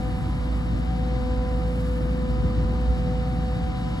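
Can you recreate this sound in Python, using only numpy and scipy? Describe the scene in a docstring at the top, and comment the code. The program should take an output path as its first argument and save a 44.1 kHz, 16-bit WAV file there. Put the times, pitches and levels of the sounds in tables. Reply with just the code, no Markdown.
"""Outdoors among industrial buildings, machinery drones far from a camera with two microphone ports.
An engine's firing hums at near-constant speed over a low rumble and a few soft thuds.
A blower's whine fades in and out as the air carries it, and its housing rings in two narrow bands.
Walls scatter the tones of both machines. A steady rush of air arrives from the left,
its treble rippled by reflections."""
import sys
import numpy as np
from scipy import signal
from scipy.fft import rfft, irfft, next_fast_len
from scipy.io import wavfile
from scipy.ndimage import map_coordinates

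SR = 44100
rng = np.random.default_rng(int(sys.argv[2]) if len(sys.argv) > 2 else 0)


def output_pcm(signal):
    """Save a mono or channel-first signal as 16-bit PCM at the path in sys.argv[1].

    Samples are clipped to [-1, 1] before scaling.
    """
    pcm = np.clip(np.atleast_2d(signal).T, -1, 1) * 32767
    wavfile.write(sys.argv[1], SR, np.round(pcm).astype(np.int16))


N = 176400

# stereo image of the rumble and thuds: f/Hz, left-right likeness
LOW_LIKENESS = [(60, 0.73), (110, 0.66), (170, 0.95), (260, 0.87), (400, 0.84)]


def engine(firing_hz=58.02, level_db=-27):
    """A firm firing tone, two swelling harmonics and weaker fluttering orders, with wall reflections."""
    # swell of the firing tone: t/s, level/dB relative to level_db
    hum = [(0, -1), (.36, -2.5), (.48, 1.2), (.7, 0.5), (1.2, 2), (2.15, 1), (2.4, 2.7), (2.65, 0.7),
           (2.9, 4), (3.06, -0.8), (3.35, 0.5), (3.75, -3.5), (4, -5.5)]
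    # swells of the third and fourth harmonics: t/s, level/dB
    third = [(0, -38), (.4, -34.5), (.68, -40.5), (1, -37), (1.3, -45.5), (1.72, -33), (2.3, -42),
             (2.6, -39.5), (3.1, -34.5), (4, -35)]
    fourth = [(0, -42), (.7, -46), (1.1, -41.5), (1.8, -45.5), (2.12, -38), (2.6, -38), (3.1, -39.5),
              (3.35, -43), (4, -41)]
    # weaker partials: multiple of the firing rate, level/dB relative to level_db, flutter/dB
    orders = [(2, -17, 7.5), (2.5, -16, 3.5), (3.5, -25, 1), (5, -24.5, 1)]
    phase = spin(firing_hz, drift=.003, rate=4.915)
    out = amp(level_db + curve(hum) + .3 * wobble(22.5)) * tone(phase) * ports(firing_hz)
    out += amp(level_db - 23) * np.array([scattered(phase), scattered(phase)])
    for k, swell in [(3, third), (4, fourth)]:
        direct = amp(curve(swell) + wobble(12)) * tone(k * phase)
        walls = amp(-49.5) * scattered(k * phase)
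        out += ports(k * firing_hz) * stereo(direct, walls)
    for k, db, flutter_db in orders:
        direct = unit(amp(flutter_db * wobble(10)) * tone(k * phase))
        walls = amp(-12) * scattered(k * phase)
        out += amp(level_db + db) * ports(k * firing_hz) * stereo(direct, walls)
    return out


def blower(whine_hz=251.05, jitter_rad=.08, pan_db=.9):
    """A whine whose harmonics fade separately on the air, widened by wall reflections."""
    # fades of the harmonics before their trim: t/s, level/dB
    first = [(0, -39), (.65, -37.5), (1.05, -40), (1.3, -34), (1.6, -40), (2.25, -37.5), (2.45, -41),
             (2.75, -40.5), (3.25, -40), (3.4, -43.5), (3.8, -42), (4, -43.5)]
    second = [(0, -42), (.12, -43), (.33, -53.5), (.41, -43.5), (.75, -48), (.9, -51.5), (1.02, -40.5),
              (1.35, -36), (2.1, -36.5), (2.6, -37.5), (3, -39), (3.17, -35), (3.33, -44.5), (3.55, -38.5),
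              (3.75, -48.5), (3.88, -48.5), (4, -54.5)]
    third = [(0.05, -44), (.28, -48), (0.38, -54.5), (0.76, -55), (0.91, -43.5), (1.2, -46), (1.62, -45),
             (1.72, -49), (1.82, -62), (2.37, -49.5), (2.54, -57), (2.69, -47.5), (3.2, -44.5), (3.68, -43),
             (4, -48.5)]
    fourth = [(0.05, -56), (0.33, -48.5), (0.55, -57.5), (1.04, -64), (1.15, -51.5), (1.57, -48.3),
              (1.82, -63), (2.18, -58), (2.28, -50), (2.79, -51.5), (3.11, -71), (3.55, -58.5),
              (3.78, -49.5), (4, -45)]
    seventh = [(0, -58), (.13, -58), (.42, -78), (1.7, -72), (1.98, -59), (2.45, -65), (2.7, -67),
               (3.65, -62), (3.9, -73)]
    # mix of each harmonic: multiple, direct trim/dB, reflection level/dB
    mix = [(1, 0, -66), (2, 1, -44), (3, 2, -50), (4, 0, -57.5), (7, 0, -67)]
    phase = spin(whine_hz, drift=.001, rate=3.09)
    out = np.zeros((2, N))
    for fade, (k, trim_db, walls_db) in zip([first, second, third, fourth, seventh], mix):
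        flutter_db = .65 * np.sqrt(k) * wobble(30.01)  # higher harmonics flutter more
        direct = amp(curve(fade) + trim_db + flutter_db) * tone(k * phase + jitter_rad * wobble(30))
        walls = amp(walls_db) * scattered(k * phase, fade_db=2.5)
        out += [amp(pan_db) * direct + walls, amp(-pan_db) * direct - walls]
    faint_fifth = np.array([scattered(5 * phase, fade_db=14), scattered(5 * phase, fade_db=4)])
    return out + amp(-62) * faint_fifth


def rumble(churn_db=.5):
    """The dull, churning roar under the tones."""
    # colour of the roar: f/Hz, relative level/dB
    colour = [(15, -46), (25, -21), (35, -14), (47, 3), (58, -0.5), (75, 1.5), (100, -0.5), (140, 1.5),
              (200, -5), (260, -11), (310, -11), (360, -17), (410, -32), (700, -56), (1500, -120)]
    # its slow swell: t/s, level/dB
    swell = [(0, -30), (.22, -28.3), (.5, -30.5), (1.3, -29.5), (1.8, -29.5), (2.25, -29.5), (2.5, -25.5),
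             (2.68, -28), (2.85, -30), (3.15, -29), (3.5, -29.5), (4, -30.5)]
    gain = amp(curve(swell) + churn_db * wobble(12))
    return gain * filtered(noise(colour, LOW_LIKENESS), ports)


def thuds(low_hz=55):
    """Soft, bell-shaped bursts of low noise without any ring."""
    # one thud a row: t/s, level/dB, half width/s, upper edge/Hz
    hits = [(.745, -27, 0.015, 158), (2.46, -24, 0.03, 167), (2.597, -26.5, .012, 175),
            (2.657, -24, 0.012, 165), (2.708, -27, 0.0088, 160), (2.733, -34, 0.006, 384),
            (2.903, -24, 0.016, 90), (3.155, -29, 0.0084, 170)]
    out = np.zeros((2, N))
    for at, db, width, top_hz in hits:
        envelope = bell(at, width)
        colour = [(low_hz / 2, -28), (low_hz, 0), (top_hz, -3), (2 * top_hz, -16.5), (10 * top_hz, -75)]
        burst = unit(envelope * noise(colour, LOW_LIKENESS))
        out += amp(db) * np.sqrt(np.mean(envelope ** 2)) * burst  # db sets the level at the crest
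    return out


def air_rush(level_db=-42, low_cut_hz=244, treble_hz=2600, fizz_hz=7760):
    """Rushing air that reaches the left port first; body, treble and top fizz waver separately."""
    # colour of the air, rippled by reflections: f/Hz, relative level/dB
    colour = [(400, -2), (480, 1.5), (700, 0), (950, -1), (1080, -4), (1250, -3.5), (1400, -3.5),
              (1700, -6), (2300, -7.5), (2600, -11.5), (2900, -7), (3350, -14), (3830, -10.5),
              (4200, -17.3), (4550, -13), (5000, -20), (5400, -18.5), (6450, -26.5), (7200, -24.5),
              (8700, -22.5), (10000, -26.5), (11000, -30), (12000, -33.5), (12700, -32.5)]
    # stereo image: f/Hz, left-right likeness
    likeness = [(400, 0.38), (800, 0.32), (1700, 0.59), (2300, 0.88), (2900, 0.86), (3500, 0.83),
                (4600, 0.88), (5800, 0.82), (7000, 0.84), (7700, 0.84), (9200, 1), (10300, 1), (11300, 1),
                (12500, 0.6)]
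    # phase between the ports: f/Hz, left lead/rad
    lead = [(400, 0.6), (1200, 1.3), (1600, 1.46), (2700, 3), (3300, 4), (4200, 5.5), (5000, 5.5),
            (5800, 7.5), (7300, 5.5), (8300, 4), (9000, 3), (9550, 3), (10000, 1.5), (10900, 1.04),
            (12200, -1)]
    # swells of the treble and the fizz: t/s, relative level/dB
    treble_swell = [(0, 0), (.4, 0.4), (.7, -0.5), (1.2, 1.5), (1.6, 0), (2.1, -0.5), (3, 1), (3.45, 0.5),
                    (3.8, 2), (4, 2.5)]
    fizz_swell = [(0, 2.5), (1.4, -1.5), (1.8, 4.5), (2.3, -1), (4, 0.2)]

    def arrival(hz):
        phase_shift = np.exp(1j * np.array([[.5], [-.5]]) * along(lead, hz))
        return ports(hz) * phase_shift * hz ** 2 / (hz ** 2 + low_cut_hz ** 2)

    air = unit(filtered(noise(colour, likeness), arrival))
    highs = filtered(air, lambda hz: hz ** 4 / (hz ** 4 + treble_hz ** 4))
    top = filtered(highs, lambda hz: hz ** 8 / (hz ** 8 + fizz_hz ** 8))
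    body = (air - highs) * amp(.2 * wobble(43))
    treble = (highs - top) * amp(curve(treble_swell) + .45 * wobble(55))
    fizz = top * amp(curve(fizz_swell) + wobble(50))
    return amp(level_db) * (body + treble + fizz)


def housing(side_db=-10, flare_half_width_s=.02):
    """The blower's air rings its housing in two narrow bands; the upper one flares most."""
    # resonances: f/Hz, width/Hz, level/dB, share of the flares
    modes = [(1214, 104, -55, 0.88), (295, 68, -49, 0.26)]
    # moments of louder ringing: t/s, rise/dB before each band's share
    flares = [(.07, 8), (.56, 5), (.62, 6.5), (1.6, 8.5), (2.5, 9), (2.74, 5), (3.26, 6.5), (3.52, 8)]
    flare_db = sum(db * bell(at, flare_half_width_s) for at, db in flares)
    out = np.zeros((2, N))
    for centre, width, db, share in modes:
        ring = lambda hz: (1j * hz * width / (centre ** 2 - hz ** 2 + 1j * hz * width)) ** 2
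        mid, side = unit(filtered(rng.standard_normal((2, N)), ring))
        out += amp(db + share * flare_db) * stereo(mid, amp(side_db) * side)
    return out


def spin(hz, drift, rate):
    """Phase of a machine whose speed wanders by the fraction drift."""
    return 2 * np.pi * np.cumsum(hz * (1 + drift * wobble(rate))) / SR


def scattered(phase, fade_db=7.5, fade_rate=2.614):
    """A tone that has come by shifting paths: level and phase wander."""
    return unit(amp(fade_db * wobble(fade_rate)) * tone(phase + wobble(fade_rate)))


def ports(hz):
    """Gains of the left and right port: the midrange leans left."""
    # balance of the ports: f/Hz, left minus right/dB
    balance = [(60, -0.5), (110, 2.5), (200, -1.6), (300, 0.8), (700, 7.5), (1300, 5.5), (2200, 1),
               (4000, 0.5), (6000, -0.5)]
    return amp(np.array([[.5], [-.5]]) * along(balance, hz))


def tone(phase):
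    """A sine of rms 1 that starts anywhere in its cycle."""
    return np.sqrt(2) * np.sin(phase + rng.uniform(0, 2 * np.pi))


def noise(colour, likeness):
    """Stereo noise of rms 1 with a given colour and left-right likeness."""
    def mid_side_gains(hz):
        spread = np.arccos(np.clip(along(likeness, hz), -1, 1)) / 2
        return amp(along(colour, hz)) * [np.cos(spread), np.sin(spread)]

    mid, side = filtered(rng.standard_normal((2, N)), mid_side_gains)
    return unit(stereo(mid, side))


def filtered(x, response):
    """Shape x with a complex frequency response."""
    size = next_fast_len(N + SR // 2)
    return irfft(rfft(x, size) * response(np.fft.rfftfreq(size, 1 / SR)), size)[..., :N]


def wobble(rate):
    """A smooth random curve, rate knots a second."""
    return map_coordinates(rng.standard_normal(256), [np.arange(N) * rate / SR + 2], mode="mirror")


def bell(at, half_width):
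    """A Gaussian envelope, timed in seconds."""
    return np.exp(-.5 * ((np.arange(N) / SR - at) / half_width) ** 2)


def curve(points):
    """(t/s, value) points as one value per sample."""
    return np.interp(np.arange(N) / SR, *np.transpose(points))


def along(points, hz):
    """(f/Hz, value) points read on a log axis."""
    freqs, values = np.transpose(points)
    return np.interp(np.log(hz + 1), np.log(freqs + 1), values)


def stereo(mid, side):
    """Mid and side to left and right."""
    return np.array([mid + side, mid - side])


def amp(db):
    """Decibels to gain."""
    return 10 ** (np.asarray(db) / 20)


def unit(x):
    """Scale to rms 1."""
    return x / np.sqrt(np.mean(x ** 2) + 1e-20)


def scene():
    """All sources at the two ports."""
    return engine() + blower() + housing() + rumble() + thuds() + air_rush()


def record(dry):
    """The camera cuts off steeply above its band limit."""
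    top_hz = 12700
    return signal.sosfilt(signal.butter(36, top_hz, fs=SR, output="sos"), dry)


dry = scene()
out = record(dry)
output_pcm(out)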